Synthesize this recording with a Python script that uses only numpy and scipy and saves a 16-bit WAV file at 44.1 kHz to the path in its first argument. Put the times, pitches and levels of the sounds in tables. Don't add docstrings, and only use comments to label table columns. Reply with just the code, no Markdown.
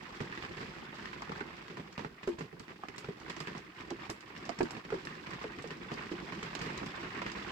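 import sys
import numpy as np
from scipy import signal
from scipy.fft import rfft, irfft, next_fast_len
from scipy.io import wavfile

SR = 44100
rng = np.random.default_rng(int(sys.argv[2]) if len(sys.argv) > 2 else 0)


def materialize(psi):
    bounded = np.clip(np.atleast_2d(psi).T, -1, 1)
    quanta = np.round(bounded * 32767).astype(np.int16)
    wavfile.write(sys.argv[1], SR, quanta)


N = 331191

# [t/s, level/dB], where USUAL_DB counts as usual
RAIN = [(0.0, -48), (0.54, -49), (0.84, -50), (1.27, -49.5), (1.63, -50), (1.72, -55), (2.53, -58),
        (2.72, -54.5), (2.81, -60), (2.92, -53.5), (3.07, -54), (3.43, -51), (3.6, -54.5), (3.72, -56.5),
        (3.81, -48.5), (3.87, -54.5), (3.99, -49.5), (4.16, -53), (4.27, -55), (4.33, -53.5), (4.46, -49),
        (4.55, -53.5), (4.62, -50.5), (4.79, -48), (4.83, -53), (4.9, -50), (5.46, -48), (5.75, -52.5),
        (5.96, -46), (6.11, -47), (6.63, -47), (7.51, -43.5)]
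# [f/Hz, level/dB]
DRUM = [(25, -23), (50, -4), (80, -6), (115, -1.5), (155, -0.5), (200, 2.5), (270, -4), (345, 3), (420, -4),
        (520, -9), (800, -17), (1600, -49.5)]
# [f/Hz, level/dB]
PATTER = [(300, -20.5), (520, -9), (760, -6), (1020, 4.5), (1200, 4), (1450, 0), (1850, 4), (2700, -1.5),
          (3400, -9.5), (5000, -24), (9000, -69)]
# [f/Hz, level/dB]
SPRAY = [(1500, -3.5), (3200, 2.5), (5000, 1.5), (6300, -6.5), (7900, -9), (8900, -24), (12500, -24),
         (16000, -30)]
# [f/Hz, relative level/dB]
PLIP = [(600, -10.5), (1000, 0.5), (1400, -2.5), (1850, 4.5), (2600, -5.5), (3600, -5)]
# [f/Hz, coherence]
LIKENESS = [(60, 0.97), (140, 1), (300, 0.91), (450, 0.55), (640, -0.21), (1400, -0.096), (3000, 0.0044),
            (15000, -0.01)]
# [t/s, slap level/dB, thump level/dB, spatter time/s, plip f/Hz, plip level/dB, plip left-right/dB]
SLAPS = [(0.204, -37.5, -37.5, 0.21, 1020, -50, -4), (0.325, -47, -69, 0.2, 1820, -27, -5),
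         (0.351, -46, -63, 0.082, 2400, -39, -4), (0.3749, -42, -49, 0.18, 1820, -28.5, 0),
         (0.424, -41, -56, 0.18, 2740, -30, 0), (0.435, -50, -47.5, 0.14, 1220, -36, -2),
         (0.449, -42, -57, 0.14, 1700, -29, 0), (0.569, -37.5, -44.5, 1, 1862, -41, -1),
         (0.605, -43, -56, .2, 1300, -41, -3), (0.628, -47, -49, 0.19, 1604, -40, 1),
         (0.764, -56, -50.5, 0.09, 960, -68, -6), (0.852, -52, -67, 0.088, 1900, -38, -4),
         (0.984, -45.5, -54, 0.15, 1090, -41, -3), (1.025, -48, -60, 0.11, 1900, -40, 1),
         (1.056, -42.5, -68, 0.022, 1800, -32, 0), (1.13, -44, -64, 0.12, 1510, -32, -3),
         (1.2208, -43.5, -61, 0.1, 1110, -30, 0), (1.294, -48, -46.5, 0.046, 1800, -34, -5),
         (1.3187, -43.5, -46, 0.07, 1250, -30.5, 6), (1.378, -55, -53, .12, 1170, -35, -5),
         (1.406, -43.5, -49, 0.089, 1410, -30, -7), (1.4095, -51, -46.5, 0.14, 1520, -26, -8),
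         (1.681, -46.5, -58, 0.13, 1720, -40, -4), (1.7, -44, -45.5, 0.53, 1840, -46, -6),
         (1.77, -42, -46, 0.27, 980, -40, -1), (1.797, -48.5, -47.5, .13, 1035, -40, -4),
         (1.978, -39, -44, 0.12, 980, -39, -4), (1.993, -41, -44.5, 0.24, 940, -35.5, -13),
         (2.047, -45, -42.5, 0.16, 1340, -30.5, -10), (2.231, -42, -52.5, 0.22, 1010, -60, -2),
         (2.277, -45.5, -58, .18, 1590, -33, -10), (2.386, -45, -46, 0.24, 1000, -36.5, -6),
         (2.408, -41.5, -41, 0.18, 1820, -37, -16), (2.527, -58, -49, 0.15, 1090, -56, -3),
         (2.6, -50, -51, 0.13, 1310, -46, -6), (2.681, -53, -61, 0.071, 2400, -47, -4),
         (2.705, -53, -56, 0.11, 1200, -42, -1), (2.8354, -51, -66, 0.28, 1150, -29.5, -5),
         (2.884, -45, -50, 0.11, 1808, -37, -15), (2.981, -54, -52.5, .12, 1200, -48, -2),
         (3.044, -47, -53, 0.067, 1410, -34.5, 0), (3.087, -50, -46, 0.054, 720, -48, -8),
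         (3.263, -64, -59, .041, 1520, -38, -14), (3.301, -38, -49, 0.16, 1620, -42, -9),
         (3.404, -44, -46.5, 0.11, 1240, -38, 3), (3.472, -40, -51, 0.063, 1800, -32, -13),
         (3.481, -40.5, -44, 0.47, 1680, -29, -3), (3.55, -42.5, -46.5, 0.4, 1120, -35, -4),
         (4.096, -47, -48.5, 0.23, 1090, -41, -12), (4.364, -47, -62, 0.089, 1720, -40, 6),
         (4.401, -55, -60, .08, 1380, -43, -1), (4.586, -43, -45, 0.22, 1220, -40, -6),
         (4.608, -38.5, -47, 0.074, 1630, -23, -9), (4.767, -43.5, -47.5, 0.17, 1640, -46, 7),
         (4.849, -45.5, -49, .12, 1290, -50, -3), (4.903, -44.5, -51, 0.12, 1420, -30, -5),
         (4.925, -40.5, -43.5, 0.92, 1620, -35, 4), (4.942, -45, -50.5, 0.12, 920, -33, -6),
         (5.071, -47, -51.5, 0.053, 1780, -27.5, 0), (5.268, -45.5, -51.5, .06, 1890, -36, -7),
         (5.312, -46, -52, .08, 1700, -38, -4), (5.333, -40, -46.5, 0.15, 1100, -40, 6),
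         (5.44, -45.5, -70, 0.055, 910, -40, 9), (5.586, -43, -47, 0.21, 1900, -32, -5),
         (5.641, -43, -47.5, 0.65, 710, -46, -10), (5.706, -39, -44.5, 0.28, 1780, -32, 2),
         (5.916, -41.5, -41.5, 0.23, 1200, -31, -3), (6.116, -47, -46, 0.12, 1060, -57, -3),
         (6.201, -49, -56, 0.097, 1520, -40, -2), (6.322, -39, -44.5, 0.44, 1000, -34, -5),
         (6.428, -36, -44.5, 0.41, 1300, -45, 5), (6.613, -33, -40.5, 1, 2045, -48, -5),
         (6.66, -40.5, -45, 0.21, 2100, -36, -6), (6.699, -43.5, -47, 0.21, 900, -35, -9),
         (6.865, -42.5, -46, 0.16, 1120, -38, -6), (6.977, -64, -54, 0.088, 940, -37.5, -7),
         (7.031, -42, -44, 0.26, 1190, -41, -6), (7.2175, -37.5, -62, .09, 974, -29, -6),
         (7.264, -38, -45.5, 0.14, 1940, -28, -3)]
# [f/Hz, level/dB]
THUMP = [(50, -11), (90, -9.5), (120, -3), (155, 3.5), (200, -0.5), (270, -4), (345, -5), (430, -2),
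         (520, -12), (800, -16.5), (1600, -37)]
# [t/s, note level/dB, starting f/Hz, settled f/Hz, left-right/dB, ring time/s, hum level/dB,
#  knock level/dB, overtone f/Hz, overtone level/dB, low body f/Hz, low body level/dB]
DRIPS = [(2.2752, -26.5, 461, 342, -1, 0.18, -45, -38, 1080, -42, 248, -31),
         (2.2871, -33, 436, 370, -2, 0.067, -55, -46, 1070, -40, 244, -53),
         (2.8354, -38.5, 840, 690, -2, 0.008, -60, -47.5, 1176, -37, 244, -62),
         (3.087, -35.5, 450, 377, -1, 0.17, -56, -52, 1050, -48, 173, -39),
         (3.9096, -39, 420, 343, -4, 0.15, -29.5, -39, 775, -32, 241, -37),
         (4.097, -39.5, 440, 312, -3, 0.06, -43, -41.5, 1120, -39, 198, -43),
         (4.4925, -32, 754, 635, -7, 0.043, -38, -35.5, 970, -39, 226, -41),
         (4.6057, -22.5, 405, 336, -2.5, 0.084, -41, -29, 800, -27, 175, -34),
         (4.6306, -24, 370, 318, -2, 0.059, -33, -44, 1050, -45, 238, -30.5),
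         (4.923, -28, 510, 375, -3, 0.15, -32, -39, 1280, -29.5, 162, -40.5),
         (5.4417, -38, 563, 415, -1, 0.14, -52, -40, 950, -34, 200, -54),
         (5.642, -38, 570, 418, -3, 0.093, -42, -55, 720, -47, 244, -47),
         (6.116, -34.5, 370, 300, -3, 0.076, -33, -51, 1060, -51, 240, -48),
         (6.815, -36.5, 350, 269.3, -4.5, 0.13, -51, -42.5, 1110, -46, 203, -36)]
# [f/Hz, level/dB]
KNOCK = [(150, -36.5), (240, 2), (350, -3.5), (490, -4), (620, -5.5), (760, -9), (1020, -8.5), (1400, -20),
         (2500, -42.5)]
# [f/Hz, level/dB, time to fall 60 dB/s]
PANEL = [(239, 3.5, 0.034), (339, 2.5, 0.07), (412, -1.5, 0.05)]
# [t/s, tick level/dB, left-right/dB, ring f/Hz, ring level/dB, sizzle level/dB, rattle time/s]
TICKS = [(1.2195, -52, -14, 4600, -46, -85, 0.11), (1.926, -48, -3, 5200, -58, -82, 0.24),
         (2.274, -46.5, -7, 5460, -50, -62, 0.27), (2.39, -48, -10, 6500, -45.5, -68, 0.25),
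         (2.5961, -50, -3.5, 4800, -41, -66, 0.27), (2.885, -52.5, -13, 2800, -47, -80, 0.14),
         (2.962, -55, -6, 7660, -50, -79, .08), (2.9809, -39.5, -5, 4390, -42, -57, 0.18),
         (3.2, -52, -4, 4800, -51, -85, .14), (3.298, -40, -3, 3200, -37, -67, .2),
         (3.365, -44, -6, 5680, -48, -70, 0.24), (3.403, -40, -6, 5000, -36, -60, .22),
         (3.5783, -51, -7, 6030, -46, -74, 0.14), (3.808, -55, 2, 2840, -44, -82, .16),
         (3.905, -44, -9, 4480, -39.5, -85, 0.14), (4.0999, -39.5, -4.5, 5360, -32.5, -52.5, 0.2),
         (4.207, -49, -4, 4740, -49, -70, 0.18), (4.377, -50, -3, 5340, -46.5, -74, .16),
         (4.4532, -43.5, -6, 5250, -43, -80, 0.25), (4.492, -40.5, -11.5, 4910, -44, -71, 0.12),
         (4.589, -42, -8, 7700, -43, -68, 0.22), (4.6304, -45, -5, 4650, -36.5, -63, 0.22),
         (4.7076, -40, -4, 5510, -44, -59, 0.11), (5.0514, -45, -6, 5340, -44, -62, 0.14),
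         (5.268, -62, -2, 6000, -57, -74, .08), (5.307, -53, -9, 4620, -47, -85, .12),
         (5.43, -52, -3, 5500, -50, -76, .12), (5.6236, -52, -8, 8010, -46.5, -72, .16),
         (5.674, -50, -5, 6000, -47, -70, 0.14), (5.94, -55, -1, 4700, -40, -72, 0.18),
         (6.202, -61, 1, 4500, -52, -85, .1), (6.431, -47, -3, 2950, -37.5, -80, .14),
         (6.5511, -38, -12.5, 4230, -34.5, -70, 0.1), (6.591, -42, -5, 6500, -46, -76, 0.15),
         (6.6175, -42, 0, 4600, -37.5, -59, .22), (6.7767, -41, -2, 4010, -35, -80, 0.33),
         (6.862, -48, -1, 5400, -41, -64, 0.12), (7.317, -41, -5, 5200, -43, -80, 0.18)]
# [f/Hz, level/dB]
CRACK = [(2500, -1.5), (4000, 7), (6500, 1), (8000, 1), (9000, -16.5), (13000, -18.5), (16000, -26)]
# [f/Hz, level/dB]
TICK = [(900, 8.5), (2500, 6), (3600, -2), (5000, 2), (6500, -3), (8000, -7.5), (9000, -32), (12000, -38),
        (16000, -52)]
# [f/Hz, level/dB]
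SIZZLE = [(5000, -12), (7600, 10), (9000, -2), (11000, -0.5), (13000, -6), (16000, -33)]

TIME = np.arange(N) / SR
AGE = np.arange(SR // 4) / SR
ROOM_T60_S = 0.15
HISS_DB, CUTOFF_HZ = -77, 15900
EAR_LAG_S = 0.000478
USUAL_DB = -52.5
# (dB at the usual strength, dB gained per dB of strength)
DRUM_LAW, PATTER_LAW = (-54, 0.94), (-55.5, 1.0)
PLIP_LAW, SPRAY_LAW = (-56.5, 0.95), (-63.5, 0.96)
SPLASH_DB, SLAP_SIDE_DB = -10.5, -4.5
SMALL_SLAPS_PER_S, SMALL_SLAP_DB, SMALL_THUMP_DB = 3.3, -52.5, -55.5
GRAIN_PER_S, GRAIN_DB = 450, 2.5
SAG_S, HOLD_S = 0.0073, 0.0046
BODY_T60_S, BODY_RISE_S = 0.11, 0.0035


def from_db(db):
    return 10 ** (np.asarray(db) / 20)


def rms_one(x):
    return x / np.sqrt(np.mean(x ** 2) + 1e-20)


def at_hz(points, hz):
    f, value = np.transpose(points)
    return np.interp(np.log(hz + 1), np.log(f), value)


def pan(db):
    return from_db(np.array([[db], [-db]]) / 2)


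def decay(t60):
    return from_db(-60 * AGE / max(t60, .002))


def bloom(rise_s):
    return 1 - np.exp(-AGE / max(rise_s, 1e-5))


def add(out, s, sound):
    i = max(round(s * SR), 0)
    out[:, i:i + sound.shape[1]] += sound[:, :N - i]


def colour(x, spectrum):
    size = 2 * next_fast_len(x.shape[-1] // 2 + 2048)
    hz = np.arange(size // 2 + 1) * SR / size
    top_fade = 1 / (1 + (hz / spectrum[-1][0] / 2) ** 2)
    bottom_fade = 1 / (1 + (spectrum[0][0] / 2 / (hz + 1)) ** 2)
    gain = from_db(at_hz(spectrum, hz)) * top_fade * bottom_fade
    cepstrum = irfft(np.log(gain))
    cepstrum[1:size // 2] *= 2
    cepstrum[size // 2 + 1:] = 0
    return irfft(rfft(x, size) * np.exp(rfft(cepstrum)))[..., :x.shape[-1]]


def diffuse(count):
    size = 2 * next_fast_len(count // 2 + 1)
    mid, side = np.exp(2j * np.pi * rng.random((2, size // 2 + 1)))
    alike = np.clip(at_hz(LIKENESS, np.arange(len(mid)) * SR / size), -1, 1)
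    shared = np.sqrt(1 + alike) * mid
    opposed = np.sqrt(1 - alike) * side * [[1], [-1]]
    return rms_one(irfft(shared + opposed)[:, :count])


def grains():
    knots = np.clip(rng.standard_normal(400), -2, 2)
    return rms_one(from_db(GRAIN_DB * np.interp(AGE * GRAIN_PER_S, np.arange(len(knots)), knots)))


def blow(spectrum, t60, tail_db, tail_s=ROOM_T60_S):
    fading = decay(t60) + from_db(tail_db) * decay(tail_s) * grains()
    sound = colour(diffuse(len(AGE)) * fading, spectrum)
    return rms_one(sound) * np.sqrt(SR / 100 / len(AGE))


def note(hz, t60, lag_s):
    age = np.maximum(AGE - np.array([[max(lag_s, 0)], [max(-lag_s, 0)]]), 0)
    return np.sin(2 * np.pi * hz * age) * from_db(-60 * age / t60)


def pock(hz, cycles, lag_s, low=0.615, low_db=-5, high=1.438, high_db=-9.0):
    low_hz = hz * low * rng.uniform(0.905, 1.136)
    high_hz = hz * high * rng.uniform(0.88, 1.107)
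    t60 = cycles / hz
    main = note(hz, t60, lag_s)
    return main - from_db(low_db) * note(low_hz, t60, lag_s) - from_db(high_db) * note(high_hz, t60, lag_s)


def reflected(sound, echo_db=-11.5, first_s=0.00284, last_s=0.02, count=4):
    out = sound.copy()
    for side in range(2):
        lags = SR * (first_s + (last_s - first_s) * rng.random(count))
        for lag in lags.astype(int):
            out[side] += from_db(echo_db) * np.roll(sound[side], lag)
    return out


def hiss():
    return from_db(HISS_DB) * rng.standard_normal((2, N))


def strength(s):
    return np.interp(s, *np.transpose(RAIN)) - USUAL_DB


def flurries(per_s, depth_db, evening=0.11):
    knots = np.tanh(rng.standard_normal(1000))
    swing = np.interp(TIME * per_s, np.arange(len(knots)), knots)
    return from_db(depth_db * np.exp(-evening * strength(TIME)) * swing)


def shower(spectrum, per_s, spread_db, t60, room_db, wash_db, count=14):
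    out = np.zeros((2, N))
    for patch in range(count):
        sizes = from_db(spread_db * np.minimum(rng.exponential(1, N), 3)) * rng.choice([-1, 1], N)
        drops = sizes * (rng.random(N) < per_s / count / SR)
        ring = blow(spectrum, t60, room_db) * pan(rng.normal(0, 2.1))
        out += signal.oaconvolve(drops[None], ring, axes=1)[:, :N]
    wash = rms_one(colour(diffuse(N), spectrum))
    return rms_one(rms_one(out) + from_db(wash_db) * wash)


def plips(per_s=200, spread_db=3.0, cycles=23.7, tail_db=-0.5, count=40):
    out = np.zeros((2, N))
    for hz in np.geomspace(PLIP[0][0], PLIP[-1][0], count):
        direct = pock(hz, cycles, EAR_LAG_S * rng.uniform(-0.41, 1.0)) * bloom(0.00069)
        room = diffuse(len(AGE)) * decay(ROOM_T60_S)
        tail = signal.fftconvolve(direct, room, axes=1)[:, :len(AGE)]
        drop = from_db(at_hz(PLIP, hz)) * (rms_one(direct) + from_db(tail_db) * rms_one(tail))
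        lands = np.flatnonzero(rng.random(N) < per_s / count / SR)
        sizes = np.minimum(rng.exponential(1, N)[lands], 2.5)
        for i, size in zip(lands, sizes):
            add(out, i / SR, from_db(spread_db * size) * drop)
    return rms_one(out)


def rain():
    swell, clumps = strength(TIME), flurries(per_s=24, depth_db=2.5)
    laws = (DRUM_LAW, PATTER_LAW, PLIP_LAW, SPRAY_LAW)
    drum, patter, near, spray = [clumps * from_db(db + follows * swell) for db, follows in laws]
    drum = drum * flurries(per_s=23, depth_db=-2.35) * pan(-1.8)
    drum = drum * shower(DRUM, per_s=130, spread_db=4.0, t60=0.074, room_db=-12.0, wash_db=-4.0)
    near = near * plips() * pan(-0.0028)
    patter = patter * pan(-5.5)
    patter = patter * shower(PATTER, per_s=330, spread_db=5.0, t60=0.035, room_db=-3.5, wash_db=-6.5)
    spray = spray * pan(-6.5)
    spray = spray * shower(SPRAY, per_s=800, spread_db=7.0, t60=0.02, room_db=-6.0, wash_db=-4.5)
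    return drum + patter + near + spray


def small_slaps(spread_db=5.0, spatter_s=0.094, follows=0.4):
    rows = []
    count = int(SMALL_SLAPS_PER_S * N / SR)
    for k, (when, size, pitch, side) in enumerate(rng.random((count, 4))):
        s = (k + when) / SMALL_SLAPS_PER_S
        db = follows * strength(s) + spread_db * (2 * size - 1)
        slap_db, thump_db = SMALL_SLAP_DB + db, SMALL_THUMP_DB + db
        hz = 950 * 2 ** pitch
        rows.append((s, slap_db, thump_db, spatter_s, hz, slap_db + 13.0, 2 * side * SLAP_SIDE_DB))
    return rows


def slaps(cycles=22.4, plip_rise_s=0.00071, plip_gain_db=-0.5):
    out = np.zeros((2, N))
    for s, slap_db, thump_db, spatter_s, hz, plip_db, side_db in SLAPS + small_slaps():
        direct = pock(hz, cycles, EAR_LAG_S * rng.uniform(0.25, 1.0)) * bloom(plip_rise_s)
        plip = from_db(plip_db + plip_gain_db) * reflected(direct) * pan(side_db)
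        slap = blow(PATTER, t60=.03, tail_db=1, tail_s=spatter_s)
        splash = blow(SPRAY, t60=0.022, tail_db=6, tail_s=spatter_s)
        thump = blow(THUMP, t60=.08, tail_db=12, tail_s=spatter_s)
        bright = from_db(slap_db) * (from_db(-2.0) * slap + from_db(SPLASH_DB) * splash)
        add(out, s, plip + bright * pan(SLAP_SIDE_DB) + from_db(thump_db + 6.0) * thump * pan(-1.7))
    return out


def sagging_note(hz, settled_hz, t60, beat_db=-1.8):
    pitch = hz + (settled_hz - hz) * bloom(SAG_S)
    knots = np.tanh(rng.standard_normal(32))
    swell = from_db(beat_db * np.interp(AGE, np.linspace(0, AGE[-1], 32), knots))
    fade = from_db(-60 * np.maximum(AGE - HOLD_S, 0) / t60)
    return np.sin(2 * np.pi * np.cumsum(pitch) / SR) * fade * swell


def drips(hum_delay_s=0.01081, hum_rise_s=0.016, hum_db=7.0, overtone_t60_s=0.02, overtone_rise_s=0.0011):
    out = np.zeros((2, N))
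    hum = sum(from_db(db) * note(hz, t60, 0) for hz, db, t60 in PANEL) * bloom(hum_rise_s)
    for row in DRIPS:
        s, db, hz, settled_hz, side_db, t60, panel_db = row[:7]
        knock_db, over_hz, over_db, body_hz, body_db = row[7:]
        body = from_db(body_db) * note(body_hz, BODY_T60_S, 0) * bloom(BODY_RISE_S)
        knock = from_db(knock_db) * blow(KNOCK, t60=.055, tail_db=-10)
        overtone = note(over_hz, overtone_t60_s, EAR_LAG_S * 0.38) * bloom(overtone_rise_s)
        main = from_db(db) * sagging_note(hz, settled_hz, t60)
        ring = reflected(from_db(over_db) * overtone + main)
        add(out, s, (knock + body + ring) * pan(side_db))
        add(out, s + hum_delay_s, from_db(panel_db + hum_db) * hum * pan(side_db))
    return out


def ticks(ring_t60_s=.011, slip_s=.005, slip_loss_db=2.5, crack_db=-14.0, upper=1.46, upper_db=-7.0):
    out = np.zeros((2, N))
    for s, db, side_db, hz, ring_db, sizzle_db, rattle_s in TICKS:
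        crack = from_db(ring_db + crack_db) * blow(CRACK, t60=.012, tail_db=-30)
        tick = from_db(db - 3.5) * blow(TICK, t60=.03, tail_db=-3, tail_s=rattle_s)
        sizzle = from_db(sizzle_db) * blow(SIZZLE, t60=.12, tail_db=4, tail_s=rattle_s)
        add(out, s, (crack + tick + sizzle) * pan(side_db))
        for k in range(3):
            pitch, lag_s = hz * rng.uniform(0.928, 1.065), EAR_LAG_S * rng.random()
            second = from_db(upper_db) * note(pitch / upper, ring_t60_s, lag_s)
            ring = (note(pitch, ring_t60_s, lag_s) + second) * bloom(0.00064)
            catch_s = s + k * slip_s * rng.uniform(0.53, 1.4)
            add(out, catch_s, from_db(ring_db - slip_loss_db * k) * ring * pan(side_db))
    return out


def scene():
    return hiss() + rain() + slaps() + drips() + ticks()


def record(dry):
    return signal.sosfilt(signal.ellip(10, .1, 70, CUTOFF_HZ, fs=SR, output="sos"), dry)


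dry = scene()
out = record(dry)
materialize(out)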